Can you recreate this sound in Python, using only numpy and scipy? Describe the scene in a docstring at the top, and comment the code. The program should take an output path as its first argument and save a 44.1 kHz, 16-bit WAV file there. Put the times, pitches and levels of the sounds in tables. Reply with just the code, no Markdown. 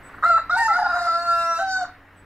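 """Rooster crow in a yard

A rooster crows once: a short first note, then a long call that breaks between registers, turns hoarse,
splits into half-pitch lines and ends a step higher. Each register is a bank of jittering sines; short sine
flares and grainy noise join it. A small bird's gliding whistles peep twice before the crow and once after.
Shaped noise and two hum lines lie under it; decaying noise tails make the coop's answer to the birds.
"""
import sys
import numpy as np
from scipy import signal
from scipy.fft import rfft, irfft, next_fast_len
from scipy.io import wavfile
from scipy.ndimage import uniform_filter1d, map_coordinates

SR = 44100
rng = np.random.default_rng(int(sys.argv[2]) if len(sys.argv) > 2 else 0)


def unload_wav(signal):
    """Save mono or channel-first audio to the path in sys.argv[1] as 16-bit WAV at rate SR, clipped to [-1, 1]."""
    wavfile.write(
        sys.argv[1],
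        SR,
        np.round(np.clip(np.atleast_2d(signal).T, -1, 1) * 32767).astype(np.int16),
    )


N = 99225
T = np.arange(N) / SR

# stereo width of the birds: (frequency [Hz], side over mid [dB])
STEREO_WIDTH = [(400, -24), (1300, -17), (2400, -4.5), (4400, 6.5), (8000, -1.5), (15000, 2.5)]


def amp(db):
    """Decibels to linear amplitude."""
    return 10 ** (np.asarray(db) / 20)


def unit(x):
    """Scale to an RMS of one."""
    return x / np.sqrt(np.mean(x ** 2) + 1e-20)


def along(points, hz):
    """Read (Hz, value) points on a log frequency axis."""
    f, v = np.transpose(points)
    return np.interp(np.log(hz + 1), np.log(f + 1), v)


def curves(rows, t=T):
    """One value per sample for each column after the time."""
    s, *cols = np.transpose(rows)
    return [np.interp(t, s, c) for c in cols]


def wobble(rate, size=N):
    """A smooth random curve with `rate` knots a second."""
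    knots = rng.standard_normal(int(size * rate / SR) + 4)
    return map_coordinates(knots, [np.arange(size) * rate / SR])


def filtered(x, response):
    """Multiply the spectrum of x by a complex response of frequency."""
    m = next_fast_len(N + SR // 2)
    return irfft(rfft(x, m) * response(np.fft.rfftfreq(m, 1 / SR)), m)[..., :N]


def hum():
    """Two low sines whose pitch and level waver."""
    # hum lines: (frequency [Hz], mean level [dB])
    hum_lines = [(92, -55), (285, -56)]
    out = np.zeros(N)
    for hz, db in hum_lines:
        level = amp(db + 2.5 * wobble(6))
        out += level * np.sin(2 * np.pi * np.cumsum(hz * (1 + .01 * wobble(10))) / SR)
    return out


def yard():
    """Far rustle and rumble: noise patchy in time and frequency, near mono in the bass, plus the hum."""
    # noise colour: (frequency [Hz], relative density [dB])
    colour = [(20, 7.5), (270, -2.5), (750, -5.5), (1900, -1.5), (3350, -21), (7000, -34), (15500, -33)]
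    # overall noise level: (time [s], level [dB])
    noise_level = [(0, -45), (2, -50.5), (2.25, -51)]
    # left-right likeness: (frequency [Hz], correlation [-1 to 1])
    likeness = [(60, 0.99), (1000, 1), (15000, 0.41)]
    z = signal.stft(rng.standard_normal((2, N)), nperseg=512)[2]
    patches = uniform_filter1d(rng.standard_normal(z.shape[1:]), 6, 0)
    patches = uniform_filter1d(patches, 14, 1)
    pair = signal.istft(z * amp(1.8 * unit(patches)), nperseg=512)[1][:, :N]

    def mid_side_shape(hz):
        turn = np.arccos(np.clip(along(likeness, hz), -1, 1)) / 2
        return amp(along(colour, hz)) * [np.cos(turn), np.sin(turn)]

    mid, side = filtered(pair, mid_side_shape)
    return amp(curves(noise_level)[0]) * unit(np.array([mid + side, mid - side])) + hum()


def peeps():
    """Thin falling whistles of a small bird: sines gliding down under rounded swells."""
    # peeps: (start [s], length [s], start pitch [Hz], end pitch [Hz], peak level [dB])
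    whistles = [(.025, .07, 8000, 7800, -54), (.143, .035, 7850, 7800, -68), (2.158, .062, 8020, 7860, -61)]
    out = np.zeros(N)
    for s, length, hz0, hz1, db in whistles:
        u = np.clip((T - s) / length, 0, 1)
        swell = np.abs(np.sin(np.pi * u ** 1.3)) ** .7
        out += amp(db) * swell * np.sin(2 * np.pi * np.cumsum(hz0 + (hz1 - hz0) * u) / SR)
    return out


def coop(x):
    """The coop's answer: a stereo noise tail, narrow in the bass, where each frequency dies at its own speed."""
    # decay: (frequency [Hz], time to fall 60 dB [s])
    decay = [(300, 0.3), (4000, 0.34), (10000, 0.038)]
    # tail colour: (frequency [Hz], level against the direct sound [dB])
    answer_level = [(700, -17), (1500, -14), (3000, -7), (10000, -6)]
    hz, t, z = signal.stft(rng.standard_normal((2, SR // 2)), SR, nperseg=256)
    z[1] *= amp(along(STEREO_WIDTH, hz) - 2.5)[:, None]  # side
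    mid, side = signal.istft(z * amp(-60 * t / along(decay, hz)[:, None]), SR, nperseg=256)[1]
    tail = np.array([mid + side, mid - side]) / np.linalg.norm(mid)
    sent = filtered(x, lambda f: amp(along(answer_level, f)))
    late = np.pad(sent, (600, 0))  # delay in samples
    return signal.fftconvolve(late[None], tail, axes=1)[:, :N]


def register(rows, tilt_db):
    """One voice register: harmonics of a jittering pitch and lines halfway between; gives low part, treble, gate."""
    # upper low harmonics before fading: (time [s], 3rd harmonic [dB], 4th harmonic [dB])
    overtones = [(.23, -42, -73), (.26, -36, -50), (.37, -46, -56), (.54, -47.5, -68), (.68, -49.5, -62.5),
                 (.7, -31, -84), (.76, -43.5, -61), (.8, -69, -61), (1.1, -44.5, -62.5), (1.26, -64, -57),
                 (1.4, -51.5, -45.5), (1.58, -51.5, -49.5), (1.62, -74, -62.5), (1.8, -60.5, -62.5)]
    # hoarseness: (time [s], roughness [0-1])
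    hoarseness = [(.22, .4), (.36, .33), (.39, .8), (.5, .5), (.6, .26), (.67, .25), (.76, .5), (.85, .6),
                  (1.0, .36), (1.22, .03), (1.52, .03), (1.59, .15), (1.65, .07), (1.79, .08), (1.82, .3)]
    # lines at odd multiples of half the pitch: (time [s], level [dB])
    half_level = [(.8, -66.5), (.87, -37), (1.08, -45.5), (1.2, -42), (1.55, -37.5), (1.6, -47.5),
                  (1.62, -86)]
    # beak colour of the upper harmonics: (frequency [Hz], relative level [dB])
    beak = [(3000, -26.5), (3740, 11), (4430, 4.5), (6450, -2.5), (7560, 2.5), (8900, -13), (10500, -7),
            (15500, -36.5)]
    # resonance of the open mouth: (time [s], centre [Hz], gain [dB])
    mouth = [(.38, 4050, 5), (.55, 5250, 9), (.85, 5050, 11), (1.25, 4450, 8), (1.5, 5700, 11),
             (1.75, 6080, 10)]
    jitter, shimmer_db, shimmer_rate = 0.0301, 6, 66.1  # pitch fraction, dB at full roughness; knots a second
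    edge_s, mouth_wide_hz = 0.0023, 260
    scatter_rate = 330  # a hoarse overtone spreads into a band about this wide, Hz
    fill_db = -7.5  # a hoarse voice also fills the gaps between its overtones

    a, b = round(rows[0][0] * SR), round(rows[-1][0] * SR)
    t, size = T[a:b], b - a
    hz, h1, h2 = curves(rows, t)
    h3, h4 = curves(overtones, t)
    rough, half = curves(hoarseness, t)[0], curves(half_level, t)[0]
    fade = np.minimum(h2 + 36, 0)  # overtones die away once the 2nd harmonic sinks below -36 dB
    edge = np.clip(np.minimum(t - t[0], t[-1] - t) / edge_s, 0, 1)
    half_phase = np.pi * np.cumsum(hz * (1 + jitter * rough * wobble(145.06, size))) / SR

    def line(k, db):
        """Shimmering sine at k times half the pitch."""
        level = np.sqrt(2) * amp(db + shimmer_db * rough * wobble(shimmer_rate, size))
        return level * np.sin(k * half_phase + rng.uniform(0, 2 * np.pi))

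    # even k are harmonics, odd k the half-pitch lines
    low_levels = [(2, h1), (3, half), (4, h2), (5, half + 2 - 15 * rough),
                  (6, h3 + fade), (7, half - 22), (8, h4 + fade)]
    low, top, gate = np.zeros((3, N))
    low[a:b] = edge * sum(line(k, db) for k, db in low_levels)

    share = np.clip(2.6 * rough ** 1.5, 0, .92)  # scattered part of each overtone's power
    half_treble = np.maximum(np.minimum(half + 46, 0), fill_db + 10 * np.log10(share + 1e-4))
    mouth_hz, mouth_db = curves(mouth, t)
    treble, power = 0, 0
    for k in range(9, 44):
        f = k * hz / 2
        db = along(beak, f) + tilt_db * np.log2(f / 7600)
        db = db + mouth_db * np.exp(-((f - mouth_hz) / mouth_wide_hz) ** 2)
        db = db + k % 2 * half_treble + 4 * wobble(10.5, size)
        scatter = np.sqrt(1 - share) + np.sqrt(share) * unit(wobble(scatter_rate, size))
        treble = treble + scatter * line(k, db)
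        power = power + amp(2 * db)
    top[a:b] = edge * amp(fade) * treble / np.sqrt(power)
    gate[a:b] = edge
    return low, top, gate


def voice():
    """All registers in turn, their treble on one shared level curve and evened out where they overlap."""
    # the registers, each: (time [s], pitch [Hz], 1st harmonic [dB], 2nd harmonic [dB])
    first = [(.224, 608, -43.5, -33.5), (0.239, 628, -47, -13.5), (0.26, 680.3, -29.5, -16),
             (0.288, 698.3, -33, -20.5), (0.306, 696.8, -21, -14.5), (0.343, 657.3, -39, -14),
             (0.37, 666.3, -39, -20), (0.404, 653, -47, -42.5)]
    rise = [(0.495, 618, -42, -20.5), (0.515, 707, -36.5, -23), (0.551, 730.3, -24, -21),
            (0.584, 768.3, -34, -29.5), (0.623, 802, -23.5, -51.5)]
    high = [(0.564, 867.4, -17, -48), (0.589, 929.4, -22.5, -24.5), (0.668, 901.4, -19.5, -22.5),
            (0.689, 869, -26, -55), (0.729, 790, -25, -82.5)]
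    breaking = [(.681, 665.6, -40.5, -19), (0.727, 668.4, -42, -22.5), (0.77, 731.5, -23.5, -21.5),
                (0.81, 728.6, -28.5, -36), (0.853, 711.7, -33, -23), (0.917, 708, -27.5, -25.5),
                (1.064, 693, -24.5, -28.5), (1.088, 703.4, -29.5, -44.5)]
    held = [(1.066, 664.7, -44, -21.5), (1.113, 667, -36.5, -18.5), (1.151, 677.7, -31, -21.5),
            (1.241, 688.7, -29, -33), (1.292, 682.6, -28.5, -18.5), (1.442, 673.1, -33.5, -24),
            (1.52, 671.3, -31, -21), (1.558, 663.7, -51, -23.5), (1.598, 680.8, -23, -31),
            (1.633, 667, -41, -32.5)]
    last = [(1.588, 750, -38, -28), (1.625, 775, -23, -29), (1.7, 759.4, -27.5, -32),
            (1.77, 751.4, -32, -20.5), (1.799, 748.8, -24, -30), (1.843, 707.7, -26.5, -38.5)]
    # treble slope of each register in that order: (slope [dB per octave])
    tilts = [1, -4, 4, 2.5, 2.6, -3.5]
    # treble of the voice before fading: (time [s], level [dB])
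    treble_level = [(.22, -60.5), (.246, -46.5), (.39, -50.5), (.5, -53), (.58, -40.5), (.7, -47.5),
                    (1.58, -46), (1.66, -51), (1.72, -40.5), (1.82, -49), (1.86, -49)]
    parts = [register(*r) for r in zip((first, rise, high, breaking, held, last), tilts)]
    low, top, gate = np.sum(parts, axis=0)
    return low + amp(curves(treble_level)[0]) * top / np.sqrt(np.maximum(gate, 1))


def rasp():
    """Turbulent air in the throat: grainy band noise that follows its own level curve."""
    # air colour: (frequency [Hz], relative level [dB])
    air_colour = [(350, -68), (550, 7), (1400, 25.5), (1900, 11.5), (2600, -25)]
    # level of the grainy throat noise: (time [s], level [dB])
    air_level = [(.224, -50), (.232, -24), (.27, -31.5), (.36, -55), (.375, -21.5), (.41, -36), (.492, -71),
                 (.5, -29), (.6, -53.5), (.8, -33.5), (.95, -29.5), (1.1, -38), (1.2, -46.5), (1.59, -47),
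                 (1.66, -54.5), (1.8, -47), (1.815, -33), (1.9, -44.5), (1.93, -79)]
    grains = unit(amp(5.5 * wobble(59.77)) * rng.standard_normal(N))
    air = filtered(grains, lambda f: amp(along(air_colour, f)) * (f > 300) * (f < 3000))
    return amp(curves(air_level)[0]) * unit(air)


def syrinx_flares():
    """The other side of the syrinx flares up as the call breaks: brief falling tones under bell-shaped swells."""
    # flares: (centre time [s], pitch there [Hz], peak level [dB])
    bursts = [(.793, 865, -18), (0.827, 836, -15), (0.865, 825, -18.5)]
    width_s, sag, over_db = .007, 6100, -13.5  # swell width; pitch fall, Hz a second; 2nd harmonic, dB
    out = np.zeros(N)
    for s, hz, db in bursts:
        phase = 2 * np.pi * (hz - sag * (T - s) / 2) * (T - s)
        swell = np.exp(-.5 * ((T - s) / width_s) ** 2)
        out += amp(db) * swell * (np.sin(phase) + amp(over_db) * np.sin(2 * phase))
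    return out


def rooster():
    """The whole crow: voiced registers, throat air and syrinx flares added together."""
    return voice() + rasp() + syrinx_flares()


def scene():
    """The birds are widened by a side signal a quarter turn ahead; coop and yard are added."""
    sway_hz = 2500  # above this the side signal sways at random between the two polarities
    birds = rooster() + peeps()

    def widen(hz):
        return 1j * amp(along(STEREO_WIDTH, hz)) * np.array([hz < sway_hz, hz >= sway_hz])

    low, top = filtered(birds, widen)
    side = low + top * np.tanh(.4 + 4.2 * wobble(7))
    return np.array([birds - side, birds + side]) + coop(birds) + yard()


def record(dry):
    """Band limit: nothing passes at or above 15750 Hz."""
    return filtered(dry, lambda hz: hz < 15750)


dry = scene()
out = record(dry)
unload_wav(out)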